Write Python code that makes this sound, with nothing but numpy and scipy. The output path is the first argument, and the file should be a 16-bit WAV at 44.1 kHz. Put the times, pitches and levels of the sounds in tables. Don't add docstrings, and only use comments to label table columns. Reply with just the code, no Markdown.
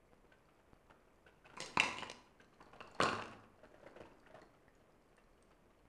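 import sys
import numpy as np
from scipy import signal
from scipy.fft import rfft, irfft, next_fast_len
from scipy.io import wavfile
from scipy.ndimage import uniform_filter1d

SR = 44100
rng = np.random.default_rng(int(sys.argv[2]) if len(sys.argv) > 2 else 0)


def materialize(psi):
    bounded = np.clip(np.atleast_2d(psi).T, -1, 1)
    quanta = np.round(bounded * 32767).astype(np.int16)
    wavfile.write(sys.argv[1], SR, quanta)


N = 259296

# start_s, strength_db, hardness, cube_note_hz, ring_freedom_db, room_share_db
ICE_HITS = [(1.5677, -54.5, 0.7, 2450, -2, 9.5), (1.573, -51.5, -0.26, 2200, 5, 3),
            (1.6027, -41.5, 1.06, 2030, -5, 3), (1.6143, -47.5, 0.75, 3570, -3, 2.5),
            (1.6215, -46, 0.87, 2910, 1, -1), (1.6595, -49, 1, 2770, -5, -3),
            (1.7717, -24.5, 0.18, 2530, -1, -2.5), (1.799, -33, 0.98, 2683, 11.5, -3),
            (1.8066, -34, 0.59, 3750, -3.5, 3), (1.8306, -41.5, 0.074, 2430, 0, 3.5),
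            (1.8351, -33.5, 0.54, 2050, 0.5, 4.5), (1.984, -46, 0.74, 2920, 5, 3.5),
            (2.023, -43.5, 0, 3020, 5, -1.5), (2.031, -41, 0.39, 1910, 1, -2.5),
            (2.098, -43.5, 0.9, 2910, 0.5, -7), (2.1144, -47, 0.87, 2944, -2, -3.5),
            (2.8044, -50, 0.26, 2690, 4, 0), (2.8105, -50.5, 0, 2680, 5.5, -10),
            (3.0014, -28, 0.094, 2020, -4, 0.5), (3.0126, -34.5, 0.49, 2930, 8, 0),
            (3.0242, -34, .7, 2430, -2.5, 3.5), (3.033, -29, 0.7, 4150, -6.5, -5),
            (3.04, -42, 0, 2670, -14.5, -5), (3.0566, -35, 0.19, 2730, -3, 4),
            (3.088, -40.5, 0.36, 2550, 8, -1), (3.13, -39, 0, 2720, -6, -2),
            (3.1852, -46, 0.13, 1860, 0.5, 3), (3.196, -45.5, 0, 2540, 3, -5.5),
            (3.222, -46, 0.41, 2700, 4.5, -6)]
# start_s, initial_level_db
ICE_FALLS = [(1.80, -48), (3.00, -50)]
SETTLE_S, SETTLE_DB_PER_S, SETTLE_GAP_S = 0.33, 48.5, 0.03
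SETTLE_NOTE_HZ = 2650
# mode_hz, relative_level_db, t60_s
EMPTY_GLASS_MODES = [(102, -40, 0.5), (248, -28.5, 0.14), (530, 0, 0.012), (1008, 1, 0.027),
                     (1064, -33.5, .4), (1115, -10.5, 0.017), (2250, -6.5, 0.016), (2120, -32.5, 0.4),
                     (2432, -3.5, 0.027), (4100, -4, 0.014), (4360, -13.5, 0.011)]
# mode_hz, relative_level_db, t60_s
FILLED_GLASS_MODES = [(106.8, -30.5, 0.64), (228, -20, 0.17), (408, -10, 0.0012), (537, 2.5, 0.0088),
                      (1060, -33, .42), (1065, -1, 0.01), (1307, -30.5, 0.26), (1430, -37.5, 0.41),
                      (1457, -15.5, 0.022), (2774, -3, 0.017), (4350, -5, 0.014)]
FILLED_FROM_S = 2.5
# thud_db, knock_db, ring_db, tick_db
CLUNK_BALANCE = (-4, 2, -9.5, -23.5)
# thud_db, knock_db, ring_db, tick_db
CLICK_BALANCE = (-5.5, -10.5, 0, -3)
BAND_EDGES_HZ = [65, 800, 1700, 3400, 14000]
BANDS = [
    signal.butter(3, band, "band", fs=SR, output="sos")
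    for band in zip(BAND_EDGES_HZ, BAND_EDGES_HZ[1:])
]
# frequency_hz, relative_level_db
CONTACT_COLOUR = [(80, -4.5), (420, 11), (1500, 0), (3500, 2.5), (5000, 4), (8500, 0.5), (10500, -11),
                  (15000, -12)]
SPLINTER_S = 0.003
HARD_CRUSH_DB = 5.5
# start_s, strength_db, hollow_note_hz
SOFT_BUMPS_AND_GLUGS = [(0.244, -71, 420), (0.317, -66, 1540), (0.484, -72, 1290), (0.895, -61, 904),
                        (1.262, -63.5, 1485), (1.443, -65, 1505), (1.456, -58.5, 2560),
                        (1.496, -63.5, 1400), (1.531, -61, 910), (1.742, -62, 2690), (2.397, -62.5, 1555),
                        (2.525, -70, 1148), (2.602, -58.5, 1028), (2.728, -59, 1090), (2.753, -60, 720),
                        (2.873, -62, 940), (2.948, -61, 807), (2.982, -57, 920), (3.318, -58.5, 1215),
                        (3.429, -65.5, 1149), (3.581, -68, 690), (3.63, -58.5, 596), (3.71, -67.5, 409),
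                        (3.739, -61, 607), (3.827, -59, 570), (3.859, -53.5, 550), (3.9595, -56.5, 510),
                        (4, -51, 568), (4.051, -61.5, 940), (4.263, -65, 1453), (4.300, -61.5, 620),
                        (4.3405, -55, 644), (4.377, -62, 629), (4.417, -60.5, 420), (5.177, -67, 1780)]
# hollow_note_hz, thud_db, knock_db, ring_db, tick_db
BUMP_BALANCE = [(565, 0, -7.5, -13.5, -22.5), (1000, -4.5, 1.5, -7, -19), (1482, -3, 1, -3.5, -18.5),
                (2600, -13, -6, -2, -16.5)]
# frequency_hz, relative_level_db
RUB_COLOUR = [(100, -3), (550, 2), (1200, -4), (1500, -6.5), (1950, -6.5), (2750, 1.5), (3400, -12),
              (4500, -9.5), (6000, -12.5), (9000, -18.5), (14000, -17.5)]
# start_s, peak_db, note_hz
ICE_CRACKS = [(2.4146, -59.5, 6070), (2.445, -63, 4020), (2.626, -58, 4490), (2.825, -54, 4100),
              (2.874, -55, 4500), (2.9143, -56, 7130), (2.948, -52, 4350), (4.1999, -63, 4640),
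              (4.4164, -57, 4280), (4.7516, -63.5, 6720), (5.1674, -61, 8800), (5.425, -58, 8530)]
# start_s, level_db, note_hz
BUBBLE_DRIPS = [(3.867, -50, 1950), (4.035, -52.5, 2480), (4.262, -52, 1800), (4.419, -52, 1880),
                (4.682, -55, 1810), (5.179, -58, 1930)]
# peak_s, level_db, build_up_s, fall_back_s
STREAM_SURGES = [(1.679, -62.5, 0.15, 0.067), (2.95, -65.5, 0.38, .2), (3.92, -70, 0.39, .55)]
STEADY_STREAM_DB = -76
# frequency_hz, relative_level_db
TRICKLE_COLOUR = [(100, -0.5), (400, 1.5), (700, 1.5), (1500, -3.5), (2700, -12), (3800, -20), (9000, -22),
                  (13000, -29.5)]
# peak_s, peak_db
DULL_POPS = [(0.1338, -49), (0.7332, -45), (4.6809, -49.5), (5.855, -51)]
# frequency_hz, t60_s, relative_level_db
ROOM_DECAY = [(50, 1, -10), (130, 0.91, -2.5), (250, 0.9, 4), (520, 0.47, -2), (800, 0.78, -2.5),
              (1170, 0.56, 2), (1900, 0.57, -2), (2785, 0.53, -4.5), (4600, 0.43, 2.5), (8140, 0.46, -4),
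              (12000, 0.73, -5)]
# frequency_hz, relative_density_db_per_hz
HUSH_COLOUR = [(15, -42.5), (25, 8.5), (90, -2), (142, -3), (373, -2.5), (673, -5.5), (769, -13),
               (1210, -10), (1350, -17.5), (2370, -18), (4040, -30), (10300, -32), (12100, -31),
               (13500, -47.5), (15000, -46)]
HUSH_LEVEL_DB = -70.5
# frequency_hz, gain_db
MIC_RESPONSE = [(20, 1.5), (9500, -1.5), (10500, 0), (11500, -13), (13000, -14.5), (16000, -12)]
BAND_LIMIT_HZ = 15400


def clunks(note_db=11, note_t60=0.015, wall_ring_db=-3, crush_db=-4, rise=0.00044, spread_db=3.0, echoes=3):
    direct, outward = np.zeros(N), np.zeros((echoes, N))
    t = np.arange(SR // 2) / SR
    brief = t[:SR // 30]
    empty = np.array([ring(t, *mode) for mode in EMPTY_GLASS_MODES])
    filled = np.array([ring(t, *mode) for mode in FILLED_GLASS_MODES])
    clunk, click = np.array(CLUNK_BALANCE), np.array(CLICK_BALANCE)
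    for k, (s, strength_db, hardness, hz, free_db, room_db) in enumerate(ICE_HITS + settling()):
        balance = (1 - hardness) * clunk + hardness * click
        thud_db, knock_db, ring_db, tick_db = strength_db + balance
        modes = empty if s < FILLED_FROM_S else filled
        mode_gains = amp(spread_db * rng.standard_normal((len(modes), 1)))
        glass = (mode_gains * modes).sum(0)
        crush = coloured(rng.standard_normal(len(brief)), CONTACT_COLOUR)
        crush = crush * np.exp(-(brief / SPLINTER_S) ** 2)
        add(glass, 0, amp(crush_db + HARD_CRUSH_DB * hardness) * crush)
        levels_db = thud_db, knock_db, ring_db + free_db + wall_ring_db, tick_db
        sound = weigh(glass * swell(t, rise), levels_db, attack=0.006)
        cube_note = ring(brief, hz, ring_db + free_db + note_db, note_t60)
        add(sound, 0, cube_note * swell(brief, rise))
        add(direct, s, sound)
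        add(outward[k % echoes], s, amp(room_db) * sound)
    return direct, outward


def settling(spread_db=3, hardness=0.98, note_spread=0.12, free_db=1, room_db=-3):
    rows = []
    for start, initial_db in ICE_FALLS:
        wait, size, note = rng.random((3, 40))
        times = np.cumsum(SETTLE_GAP_S * (0.5 + wait))
        for since, level_offset, note_offset in zip(times, 2 * size - 1, 2 * note - 1):
            if since < SETTLE_S:
                level_db = initial_db - SETTLE_DB_PER_S * since + spread_db * level_offset
                hz = SETTLE_NOTE_HZ * (1 + note_spread * note_offset)
                rows.append((start + since, level_db, hardness, hz, free_db, room_db))
    return rows


def weigh(sound, levels_db, attack):
    parts = [signal.sosfilt(band, sound) for band in BANDS]
    first = int(attack * SR)
    return sum(amp(db) * part / rms(part[:first]) for db, part in zip(levels_db, parts))


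def soft_bumps_and_glugs(note_db=6, note_t60=0.027, rub_t60=0.097, rub_db=-1, rise=0.0054):
    out, t = np.zeros(N), np.arange(SR // 6) / SR
    faint = stirred(per_s=5, over_db=2.5, spread_db=3, low_hz=404, high_hz=1485)
    for s, db, hz in SOFT_BUMPS_AND_GLUGS + faint:
        levels_db = [db + read(BUMP_BALANCE, hz, axis=band) for band in range(1, len(BUMP_BALANCE[0]))]
        note = ring(t, hz, note_db, note_t60) * swell(t, rise / 2)
        rub = scrape(t, rub_t60, RUB_COLOUR) * (0.5 + unevenness(t, per_s=970)) * swell(t, rise)
        add(out, s, weigh(note + amp(rub_db) * rub, levels_db, attack=0.015))
    return out


def unevenness(t, per_s):
    impulses = rng.random(len(t)) * (rng.random(len(t)) < per_s / SR)
    bumps = uniform_filter1d(impulses, size=45)
    return bumps / rms(bumps)


def scrape(t, t60, colour):
    return coloured(rng.standard_normal(len(t)), colour) * amp(-60 * t / t60)


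def cracks(t60=0.016, crush_db=-3, rise=0.00025):
    out, t = np.zeros(N), np.arange(SR // 20) / SR
    faint = stirred(per_s=9.1, over_db=1.5, spread_db=5, low_hz=3890, high_hz=5415)
    for s, db, hz in ICE_CRACKS + faint:
        split = ring(t, hz, 0, t60) + amp(crush_db) * scrape(t, t60, CONTACT_COLOUR)
        tink = signal.sosfilt(BANDS[-1], split * swell(t, rise))
        add(out, s, amp(db) * tink / abs(tink).max())
    return out


def drips(t60=0.02, glide_per_s=5, rise=0.00067):
    out, t = np.zeros(N), np.arange(SR // 20) / SR
    faint = stirred(per_s=12, over_db=7, spread_db=3.5, low_hz=498.7, high_hz=3200)
    for s, db, hz in BUBBLE_DRIPS + faint:
        bubble = ring(t, hz * (1 + glide_per_s * t), db, t60)
        add(out, s, bubble * swell(t, rise))
    return out


def trickle(per_s=900, spread_db=3.0, t60_at_1khz=0.003):
    out, t = np.zeros(N), np.arange(SR // 100) / SR
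    notes = np.geomspace(250, 9000, num=30)
    drops = int(per_s / len(notes) * N / SR)
    for hz in notes:
        starts = rng.random(drops) * N / SR
        sizes = amp(spread_db * np.minimum(rng.exponential(1, drops), 3))
        life = t60_at_1khz * np.sqrt(1000 / hz)
        grain = ring(t, hz, 0, life) * (hz / 1000) ** 0.67
        for s, size in zip(starts, sizes):
            add(out, s, size * grain)
    return coloured(out, TRICKLE_COLOUR) * stir(np.arange(N) / SR)


def stir(s):
    surges = [
        amp(db) * np.exp(-((s - peak) / np.where(s < peak, up, down)) ** 2)
        for peak, db, up, down in STREAM_SURGES
    ]
    return np.sqrt(amp(STEADY_STREAM_DB) ** 2 + np.sum(np.square(surges), axis=0))


def stirred(per_s, over_db, spread_db, low_hz, high_hz, count=300):
    wait, size, note = rng.random((count, 3)).T
    times = (np.arange(count) + wait) / per_s
    levels_db = 20 * np.log10(stir(times)) + over_db + spread_db * (2 * size - 1)
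    notes = low_hz * (high_hz / low_hz) ** note
    return [row for row in zip(times, levels_db, notes) if row[0] < N / SR]


def pops(width=0.00024):
    out, t = np.zeros(N), np.arange(SR // 100) / SR
    for s, db in DULL_POPS:
        add(out, s - width, -amp(db) * t / width * np.exp(1 - t / width))
    return out


def kitchen(x, build=0.0059, early_db=-8, early_t60=0.045):
    taps = rng.choice([-1., 1.], SR) * (rng.random(SR) < 5000 / SR)
    hz, frame_s, z = signal.stft(taps / rms(taps), SR, nperseg=256)
    t60, db = read(ROOM_DECAY, hz)[:, None], read(ROOM_DECAY, hz, axis=2)[:, None]
    equal_energy = np.sqrt(2 * np.log(1000) / (t60 * SR))
    z = z * amp(db - 60 * frame_s / t60) * equal_energy
    tail = signal.istft(z, SR, nperseg=256)[1][:SR]
    t = np.arange(SR) / SR
    since = np.maximum(t - 0.005, 0)
    early = rng.choice([-1., 1.], SR) * (rng.random(SR) < 3000 / SR)
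    early = early * (since > 0) * amp(-60 * t / early_t60)
    echo = tail * (1 - np.exp(-since / build)) + amp(early_db) * early / np.linalg.norm(early)
    return signal.fftconvolve(x, echo)[:N]


def hush():
    return amp(HUSH_LEVEL_DB) * coloured(rng.standard_normal(N), HUSH_COLOUR)


def ring(t, hz, db, t60):
    return -amp(db - 60 * t / t60) * np.sin(2 * np.pi * hz * t)


def swell(t, rise):
    return 1 - np.exp(-(t / rise) ** 2)


def coloured(x, points):
    y = filtered(x, points)
    return y / rms(y)


def filtered(x, points):
    size = next_fast_len(len(x))
    gains = amp(read(points, np.fft.rfftfreq(size, 1 / SR)))
    return irfft(rfft(x, size) * gains, size)[:len(x)]


def read(points, hz, axis=1):
    table = np.transpose(points)
    return np.interp(np.log(hz + 1), np.log(table[0] + 1), table[axis])


def add(mix, s, sound):
    part = mix[max(round(s * SR), 0):][:len(sound)]
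    part += sound[:len(part)]


def amp(db):
    return 10 ** (np.asarray(db) / 20)


def rms(x):
    return np.sqrt(np.mean(x ** 2) + 1e-24)


def scene(clunk_room_db=-0.5, small_room_db=-5):
    direct, outward = clunks()
    small = soft_bumps_and_glugs() + cracks() + drips() + trickle()
    clunk_echo = amp(clunk_room_db) * sum(kitchen(feed) for feed in outward)
    small_echo = amp(small_room_db) * kitchen(small)
    heard = filtered(direct + small + clunk_echo + small_echo + pops(), MIC_RESPONSE)
    return (heard + hush())[None]


def record(dry):
    lowpass = signal.firwin(511, BAND_LIMIT_HZ, window=("kaiser", 9), fs=SR)
    return signal.oaconvolve(dry, lowpass[None], "same")


dry = scene()
out = record(dry)
materialize(out)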